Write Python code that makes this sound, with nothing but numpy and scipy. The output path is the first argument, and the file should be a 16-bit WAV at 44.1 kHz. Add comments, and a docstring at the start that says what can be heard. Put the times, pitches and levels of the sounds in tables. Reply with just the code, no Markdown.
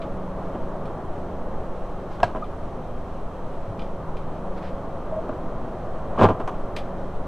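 """Door panel worked off by hand

A stuck sheet-metal panel is worked off a car door, close to a head-worn camera in a workshop with an idling engine.
Damped sines ring the panel, fastener, small part and bracket; filtered noise gives their contacts and cracks.
The seal squeaks in short tones, then tears in surges of tiny cracks and blows that jolt the panel.
A glove rubs in strokes of noise; the engine is a wavering hum plus a throbbing roar; sparse echoes give the room.
"""
import sys
import numpy as np
from scipy import signal
from scipy.fft import rfft, irfft
from scipy.io import wavfile

SR = 44100
rng = np.random.default_rng(int(sys.argv[2]) if len(sys.argv) > 2 else 0)


def log_audio(samples):
    """Write samples as a 16-bit WAV file to the path given in sys.argv[1]."""
    # one column per channel
    frames = np.atleast_2d(samples).T
    # limit to full scale, then quantise
    limited = np.clip(frames, -1, 1)
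    pcm = np.round(limited * 32767).astype(np.int16)
    wavfile.write(sys.argv[1], SR, pcm)


N = 320607


def amp(db):
    """Decibels to gain."""
    return 10 ** (np.asarray(db) / 20)


def evened(x):
    """Scales to an rms of 1."""
    return x / np.sqrt(np.mean(x ** 2) + 1e-20)


def read(points, hz):
    """Reads a spectrum or decay curve on a log-frequency axis."""
    point_hz, value = np.transpose(points)
    return np.interp(np.log(hz + 1), np.log(point_hz + 1), value)


def follow(curve):
    """Reads a time curve at every sample."""
    return np.interp(np.arange(N) / SR, *np.transpose(curve))


def add(mix, start_s, sound):
    """Mixes a sound in at start_s."""
    part = mix[max(round(start_s * SR), 0):][:len(sound)]
    part += sound[:len(part)]


def noise(points, size=N):
    """Noise of rms 1 with the given spectrum."""
    gain = amp(read(points, np.fft.rfftfreq(size, 1 / SR)))
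    return evened(irfft(rfft(rng.standard_normal(size)) * gain, size))


def drift(hz):
    """Slow random motion of rms 1, no faster than about hz."""
    knots = rng.standard_normal(4096)
    return evened(np.interp(np.arange(N) / SR * 2 * hz, np.arange(len(knots)), knots))


def colour(x, points, size=4096):
    """Passes x through a causal (minimum-phase) filter of unit energy with the given spectrum."""
    log_gain = np.log(amp(read(points, abs(np.fft.fftfreq(size, 1 / SR)))))
    taps = np.fft.ifft(np.exp(np.conj(signal.hilbert(log_gain)))).real[:size // 2]
    return signal.oaconvolve(x, taps / np.linalg.norm(taps))[:len(x)]


def shelve(x, bass_db, treble_db, bass_hz=400, treble_hz=1900):
    """Lifts or lowers bass and treble with first-order causal filters."""
    x = x + (amp(bass_db) - 1) * signal.lfilter(*signal.butter(1, bass_hz, fs=SR), x)
    return x + (amp(treble_db) - 1) * signal.lfilter(*signal.butter(1, treble_hz, "high", fs=SR), x)


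def ring(modes, t, rise_s):
    """Dying sines that build up as the flexing spreads through the part."""
    modal = sum(amp(db - 60 * t / t60_s) * np.sin(2 * np.pi * hz * t) for hz, db, t60_s in modes)
    return modal * (1 - np.exp(-t / rise_s))


IDLE_HZ = 26.56  # firings per second
# hum lines: multiple_of_idle, relative_db
HUM = [(3, -3.5), (4, -9.5), (6, -3), (8, -12.5), (9, -6.5), (10, -12.5), (11, -17), (12, -15), (14, -7),
       (16, -13.5), (19, -8), (23, -13), (25, -8)]
# the two clearest hum lines: multiple_of_idle, relative_db
CLEAR_HUM = [(7, -3.5), (21, -6)]
# gain of the clear lines as the head turns: time_s, relative_db
CLEAR_HUM_DB = [(0, 7.5), (0.9, 4.5), (1.5, 1), (3.1, -5.5), (3.7, 5.5), (4.9, 3), (5.7, -2.5), (7.27, 2.5)]
# roar spectrum: frequency_hz, relative_db_per_hz
ROAR = [(40, -3.5), (70, -3), (130, 1), (220, -2.5), (380, -2), (530, -0.5), (650, 0), (860, -5),
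        (1180, -7.5), (1500, -17.5), (2000, -28), (3000, -64)]
# roar gain as the head turns: time_s, relative_db
ROAR_DB = [(0, -35), (0.6, -34.5), (2.9, -37.5), (4.4, -36), (6.1, -34), (7.27, -35.5)]


def hum_lines(lines, turns, waver):
    """Sums multiples of the firing rate, each wavering in level on its own."""
    total = 0
    for multiple, db in lines:
        line_gain = amp(db) * (1 + waver * drift(hz=2.5))
        total = total + line_gain * np.cos(2 * np.pi * (round(multiple) * turns + rng.random()))
    return total


def engine(hum_db=-41, roar_db=1.0, throb=0.32, waver=0.34):
    """A wavering hum on multiples of the firing rate, and a roar that throbs with each firing."""
    turns = np.cumsum(IDLE_HZ * (1 + 0.0022 * drift(hz=3))) / SR
    hum = hum_lines(HUM, turns, waver)
    clear = hum_lines(CLEAR_HUM, turns, waver) * amp(follow(CLEAR_HUM_DB))
    puffs = evened(1 + throb * np.exp(-(turns % 1) / 2.0)) * rng.standard_normal(N)
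    roar = colour(puffs, ROAR) * amp(roar_db + follow(ROAR_DB) + 0.5 * drift(hz=6.5))
    return amp(hum_db) * (hum + clear) + roar


# hiss spectrum: frequency_hz, relative_db_per_hz
HISS = [(1000, 0), (1900, 2.5), (2400, 2), (3100, -1.5), (4100, -5.5), (4900, -12), (6100, -10),
        (7000, -16), (8000, -14.5), (9300, -20), (11000, -25), (12200, -40), (14300, -46), (15300, -45)]
# rumble spectrum: frequency_hz, relative_db_per_hz
RUMBLE = [(1, 14), (6, 14.5), (12, 11.5), (28, 3), (55, -4), (110, -18), (300, -62.5)]
# faint whines in the shop: pitch_hz, level_db
WHINES = [(3171, -71), (9561, -82)]


def air(hiss_db=-58, rumble_db=-30.0, flutter_db=2.0):
    """Steady hiss, thin whines fluttering in pitch and level, and the low rumble of the moving camera."""
    whines = 0
    for hz, db in WHINES:
        gain = amp(db + flutter_db * drift(hz=16))
        cycles = np.cumsum(hz * (1 + 0.007 * drift(hz=119))) / SR
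        whines = whines + gain * np.sin(2 * np.pi * cycles)
    hiss = amp(hiss_db + 0.5 * drift(hz=8.8)) * noise(HISS)
    return hiss + whines + amp(rumble_db) * noise(RUMBLE)


# light ticks: start_s, level_db, treble_db, ring_db
TICKS = [(0.017, -40.5, -13.5, -9), (0.854, -47.5, 5.5, -16), (2.441, -48, -8, -9), (3.792, -41.5, -8, -6),
         (3.818, -46, -2, -6), (4.168, -45, 3, -9), (6.162, -49, -12, -12), (6.763, -30, 7, -9)]
# contact spectrum: frequency_hz, relative_db_per_hz
TICK_COLOUR = [(700, -2), (1700, 3.5), (2300, 6), (3400, 4.5), (4800, -7), (7000, -17), (9500, -19),
               (12500, -29), (15000, -41)]
# small loose part's modes: pitch_hz, relative_db, t60_s
PART = [(1950, -7, .08), (2400, 5.5, 0.07), (2890, -4, 0.058), (3090, -0.5, .09), (3470, -5, 0.068),
        (4050, -9, .09), (4890, -11, .08)]
TICK_T60_S, SETTLE_S, SETTLE_DB = 0.064, 0.022, -11


def ticks(direct_db=-1, rise_s=0.001, size=12288):
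    """A brief contact chatter and a softer second touch; the first leaves the small part ringing."""
    chatter, body, t = np.zeros(N), np.zeros(N), np.arange(size) / SR
    touch = (1 - np.exp(-t / rise_s)) * amp(-60 * t / TICK_T60_S)
    for start_s, db, treble_db, ring_db in TICKS:
        add(body, start_s, amp(db + ring_db) * ring(PART, t, rise_s))
        for delay_s, touch_db in ((0, 0), (SETTLE_S, SETTLE_DB)):
            burst = rng.standard_normal(size) * touch * amp(db + touch_db)
            add(chatter, start_s + delay_s, shelve(burst, 0, treble_db, treble_hz=7000))
    return amp(direct_db) * colour(chatter, TICK_COLOUR) + body


# knocks on the panel, and a faint bright click just before the fastener lets go: start_s, level_db, bass_db,
# treble_db, rattle_t60_s
BLOWS = [(0.551, -33, 11.5, -4, 0.084), (2.2026, -33.5, -23, 14, 0.021), (2.2337, -22, -3, 1, 0.08),
         (2.349, -23.5, 3, -12, 0.027), (2.360, -23.5, -6, -2, 0.11), (5.2915, -24.5, 2.5, -17, 0.046),
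         (5.329, -34, 7.5, -14, 0.017), (6.193, -13.5, -6, -12, .04), (6.199, -21, -7, -6, 0.033),
         (6.2135, -12, 4, -12, 0.032), (6.220, -12.5, 3, 2, .04), (6.2305, -13.5, 4, 3, 0.014),
         (6.236, -10, 1, 0, 0.028), (6.2445, -8, -4, -2, 0.091), (6.253, -13.5, -1, -8, 0.035),
         (6.288, -15, 2, -6, .02), (6.295, -21, -4, -4, .04), (6.305, -21.5, 6.5, -3, .04),
         (6.400, -23.5, 2.5, -2, .14), (6.4765, -33, -17, 16.5, 0.12), (6.543, -29, -18, -7, 0.07)]
RATTLE_GAP_S, RATTLE_JITTER = 0.005, 0.324  # jitter in gaps


def rattles(count=4):
    """Each knock and its dying, unevenly spaced touches: start_s, level_db, bass_db, treble_db."""
    touches = []
    for start_s, db, bass_db, treble_db, t60_s in BLOWS:
        jitter = RATTLE_JITTER * rng.uniform(-1.007, 1, count)
        times_s = RATTLE_GAP_S * (np.arange(count) + 1 + jitter)
        touches += [(start_s + t, db - 60 * t / t60_s, bass_db, treble_db) for t in [0, *times_s]]
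    return touches


# sheet modes: pitch_hz, relative_db, t60_s
PANEL = [(214, -4.5, 0.042), (237, -10, 0.19), (308, -3.5, 0.084), (423, -2.5, 0.068), (526, -8, 0.096),
         (636, 2, 0.12), (740, -3.5, 0.11), (832, -9, 0.11), (970, -1.5, 0.025), (1002, 2, 0.046),
         (1157, -17, 0.084), (1358, -13, 0.087), (1602, -15.5, 0.12)]
# dense crunch of a blow: frequency_hz, relative_db_per_hz
CRUNCH = [(60, -33), (180, 2.5), (500, 2), (1100, -1.5), (1500, -10.5), (2000, -23), (3000, -22.5),
          (4200, -36), (6500, -43.5), (10000, -48), (15000, -66)]


def panel(crunch_t60_s=0.051, contact_t60_s=0.0083, modes_db=-8, crunch_db=-8, contact_db=1,
          spread_s=0.00093, spot_db=1.5, size=16384):
    """Each touch and slip rings the sheet in a spot-dependent mix, over a hard contact and a short crunch."""
    out, t = np.zeros(N), np.arange(size) / SR
    modes = np.array([ring([mode], t, spread_s) for mode in PANEL])
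    contact = amp(crunch_db - 60 * t / crunch_t60_s) + amp(contact_db - 60 * t / contact_t60_s)
    for start_s, db, bass_db, treble_db in rattles() + slips():
        force = rng.choice([-1, 1], size) * contact
        body = amp(modes_db + spot_db * rng.standard_normal(len(modes))) @ modes
        add(out, start_s, amp(db) * shelve(body + colour(force, CRUNCH), bass_db, treble_db))
    return out


# glove sliding on paint: start_s, length_s, relative_db, treble_db
RUBS = [(2.089, 0.1, -62.5, 13), (4.554, 0.052, -44, -7), (4.593, 0.13, -42.5, -7.5)]
# friction spectrum: frequency_hz, relative_db_per_hz
RUB_COLOUR = [(500, -4), (1500, 12), (3000, 3.5), (5300, -4.5), (7000, -16), (11000, -20), (15000, -35)]


def glove(size=16384):
    """Soft strokes of friction noise, uneven in level."""
    out = np.zeros(N)
    for start_s, length_s, db, treble_db in RUBS:
        stroke = signal.windows.tukey(int(length_s * SR), 0.7)[:size]
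        friction = shelve(noise(RUB_COLOUR, size), 0, treble_db)[:len(stroke)]
        add(out, start_s, amp(db) * friction * stroke)
    return out * amp(-4 + drift(hz=77.0))


# fastener lets go in two jerks: start_s, level_db
SNAPS = [(2.2307, -5.5), (2.2343, -20.5)]
# modes of the stiff spot round it: pitch_hz, relative_db, t60_s
FASTENER = [(708, 4.5, 0.046), (950, 3.5, 0.026), (1340, -16, 0.033), (1620, -6.5, 0.038),
            (2620, -14.5, 0.029), (3260, -24, 0.03), (5150, -20, 0.022)]
# crack spectrum: frequency_hz, relative_db_per_hz
CRACK = [(700, 9.5), (1700, 3.5), (3000, -3.5), (4300, -8), (5200, -15), (6500, -17.5), (9500, -24),
         (12500, -37), (15000, -38)]


def fastener(crack_db=-20, crack_t60_s=0.05, ring_wet_db=-27, crack_wet_db=-14.5,
             scatter_db=-28, scatter_t60_s=0.075, scatter_per_s=500):
    """Two jerks ring the stiff spot; a crack and scattered chatter start with the first; both echo."""
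    body, crack, t = np.zeros(N), np.zeros(N), np.arange(SR // 4) / SR
    for start_s, db in SNAPS:
        add(body, start_s, -amp(db) * ring(FASTENER, t, rise_s=0.0019))
    burst = rng.standard_normal(len(t)) * amp(crack_db - 60 * t / crack_t60_s)
    clicks = rng.choice([-1, 1], len(t)) * (rng.random(len(t)) < scatter_per_s / SR)
    scatter = evened(clicks) * amp(scatter_db - 60 * t / scatter_t60_s)
    add(crack, SNAPS[0][0], colour(burst + scatter, CRACK))
    return body + crack + shop(amp(ring_wet_db) * body + amp(crack_wet_db) * crack)


# whole sheet springs back: start_s, level_db, pitch_hz, t60_s
BOOMS = [(2.231, -15, 110, 0.12), (3.674, -19.5, 105.7, 0.2), (6.212, -6, 99.8, 0.28)]


def booms(rise_s=0.02):
    """The lowest mode of the sheet swells over a few cycles while dying away."""
    out, t = np.zeros(N), np.arange(SR // 2) / SR
    for start_s, db, hz, t60_s in BOOMS:
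        add(out, start_s, ring([(hz, db, t60_s)], t, rise_s))
    return out


# stick-slip of the seal: start_s, length_s, pitch_hz, level_db
SQUEAKS = [(2.422, 0.019, 1225, -27), (5.117, 0.033, 632, -24), (5.161, 0.043, 632, -24),
           (6.176, 0.0092, 1120, -22)]


def squeaks(overtone_db=-33):
    """The seal slips in short, near-pure tones."""
    out = np.zeros(N)
    for start_s, length_s, hz, db in SQUEAKS:
        phase = 2 * np.pi * hz * np.arange(int(length_s * SR)) / SR
        tone = np.sin(phase) + amp(overtone_db) * np.sin(2 * phase)
        add(out, start_s, amp(db) * signal.windows.tukey(len(phase), 0.5) * tone)
    return out


SWELL_POWER, RELEASE_T60_S = 0.34, 0.16


def pull(t, swell_s):
    """Force on the seal, 0-1, t seconds into a surge: grows as a power of time, then dies away."""
    release = amp(-60 * np.maximum(t - swell_s, 0) / RELEASE_T60_S)
    return np.clip(t / swell_s, 0, 1) ** SWELL_POWER * release


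# surges of the tearing seal: start_s, swell_s, relative_db
TEARS = [(6.177, 0.066, -11), (6.2865, 0.0033, -15.5)]
SLIP_GAP_S, SLIP_JITTER = 0.0055, 0.353  # jitter in gaps
SLIP_DB, SLIP_BASS_DB, SLIP_TREBLE_DB = -6.5, 9, -8


def slips(count=32):
    """Seal slips jolt the panel, as hard as the pull: start_s, level_db, bass_db, treble_db."""
    blows = []
    for start_s, swell_s, db in TEARS:
        early = rng.uniform(-0.98, 1, count)
        times_s = SLIP_GAP_S * (np.arange(count) + 0.5 + SLIP_JITTER * early)
        levels_db = SLIP_DB + db + 20 * np.log10(pull(times_s, swell_s) + 1e-9)
        blows += [(start_s + t, level_db, SLIP_BASS_DB, SLIP_TREBLE_DB)
                  for t, level_db in zip(times_s, levels_db)]
    return blows


# sticky seal ripping: frequency_hz, relative_db_per_hz
RIP_COLOUR = [(500, 2), (1400, 8.5), (2100, 6), (3100, 4), (4200, -8), (7000, -19.5), (10000, -27),
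              (15000, -41)]


def rip(per_s=1400, spread_db=1.5, rip_db=-10.5, steepness=1.86):
    """Strands of sealant part as a dense run of tiny cracks whose level follows a power of the pull."""
    sizes = amp(spread_db * np.minimum(rng.exponential(1, N), 3))
    cracks = (rng.random(N) < per_s / SR) * rng.choice([-1, 1], N) * sizes
    t = np.arange(N) / SR
    force = sum(amp(db) * pull(t - start_s, swell_s) for start_s, swell_s, db in TEARS)
    return amp(rip_db) * colour(evened(cracks) * force ** steepness, RIP_COLOUR)


# loose metal bracket's modes: pitch_hz, relative_db, t60_s
BRACKET = [(728, 2, .11), (1076, 0.5, 0.081), (1432, -9, 0.054), (2514, -21, .07), (2821, -24, 0.064),
           (6120, -24, .05), (6636, -30, .045), (7962, -32, .05)]
CLINK_S, CLINK_DB = 6.4765, -26.5


def bracket(rise_s=0.0007):
    """The bracket's damped modes clink once as the freed panel settles."""
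    out = np.zeros(N)
    add(out, CLINK_S, amp(CLINK_DB) * ring(BRACKET, np.arange(SR // 4) / SR, rise_s))
    return out


# workshop reverberation: frequency_hz, t60_s
SHOP = [(100, 0.18), (600, 0.38), (2500, 0.21), (6000, 0.19), (14000, 0.14)]


def shop(x, bass_db=-3, treble_db=5, echoes_per_s=3000, first_echo_s=0.006):
    """Sparse reflections of random sign; each band dies at its own speed."""
    taps = rng.choice([-1., 1.], SR) * (rng.random(SR) < echoes_per_s / SR)
    taps = taps * (np.arange(SR) > first_echo_s * SR)
    hz, t, bands = signal.stft(taps, SR, nperseg=256)
    tail = signal.istft(bands * amp(-60 * t / read(SHOP, hz)[:, None]), SR, nperseg=256)[1]
    return signal.fftconvolve(x, shelve(tail / np.linalg.norm(tail), bass_db, treble_db))[:N]


# noise differing between the two microphone ports: frequency_hz, relative_db_per_hz
PORT_NOISE = [(20, -17), (100, -2), (650, -3), (1300, -11), (2400, -22), (5000, -26.5), (9500, -36.5),
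              (15000, -45)]


def scene():
    """All sounds reach both ports alike; only faint noise differs between them."""
    metal = panel() + booms() + squeaks()
    small = ticks() + bracket() + rip() + glove()
    echoes = shop(amp(-19.5) * metal + amp(-13.5) * small)
    mid = metal + small + echoes + fastener() + engine() + air()
    side = amp(-53) * noise(PORT_NOISE)
    return np.array([mid + side, mid - side])


EDGE_HZ = 15350


def record(dry):
    """The camera rounds off the highest peaks, then limits the band."""
    rounded = dry / (1 + dry ** 8) ** (1 / 8)
    lowpass = signal.firwin(511, EDGE_HZ, window=("kaiser", 9), fs=SR)
    return signal.oaconvolve(rounded, lowpass[None], "same")


dry = scene()
out = record(dry)
log_audio(out)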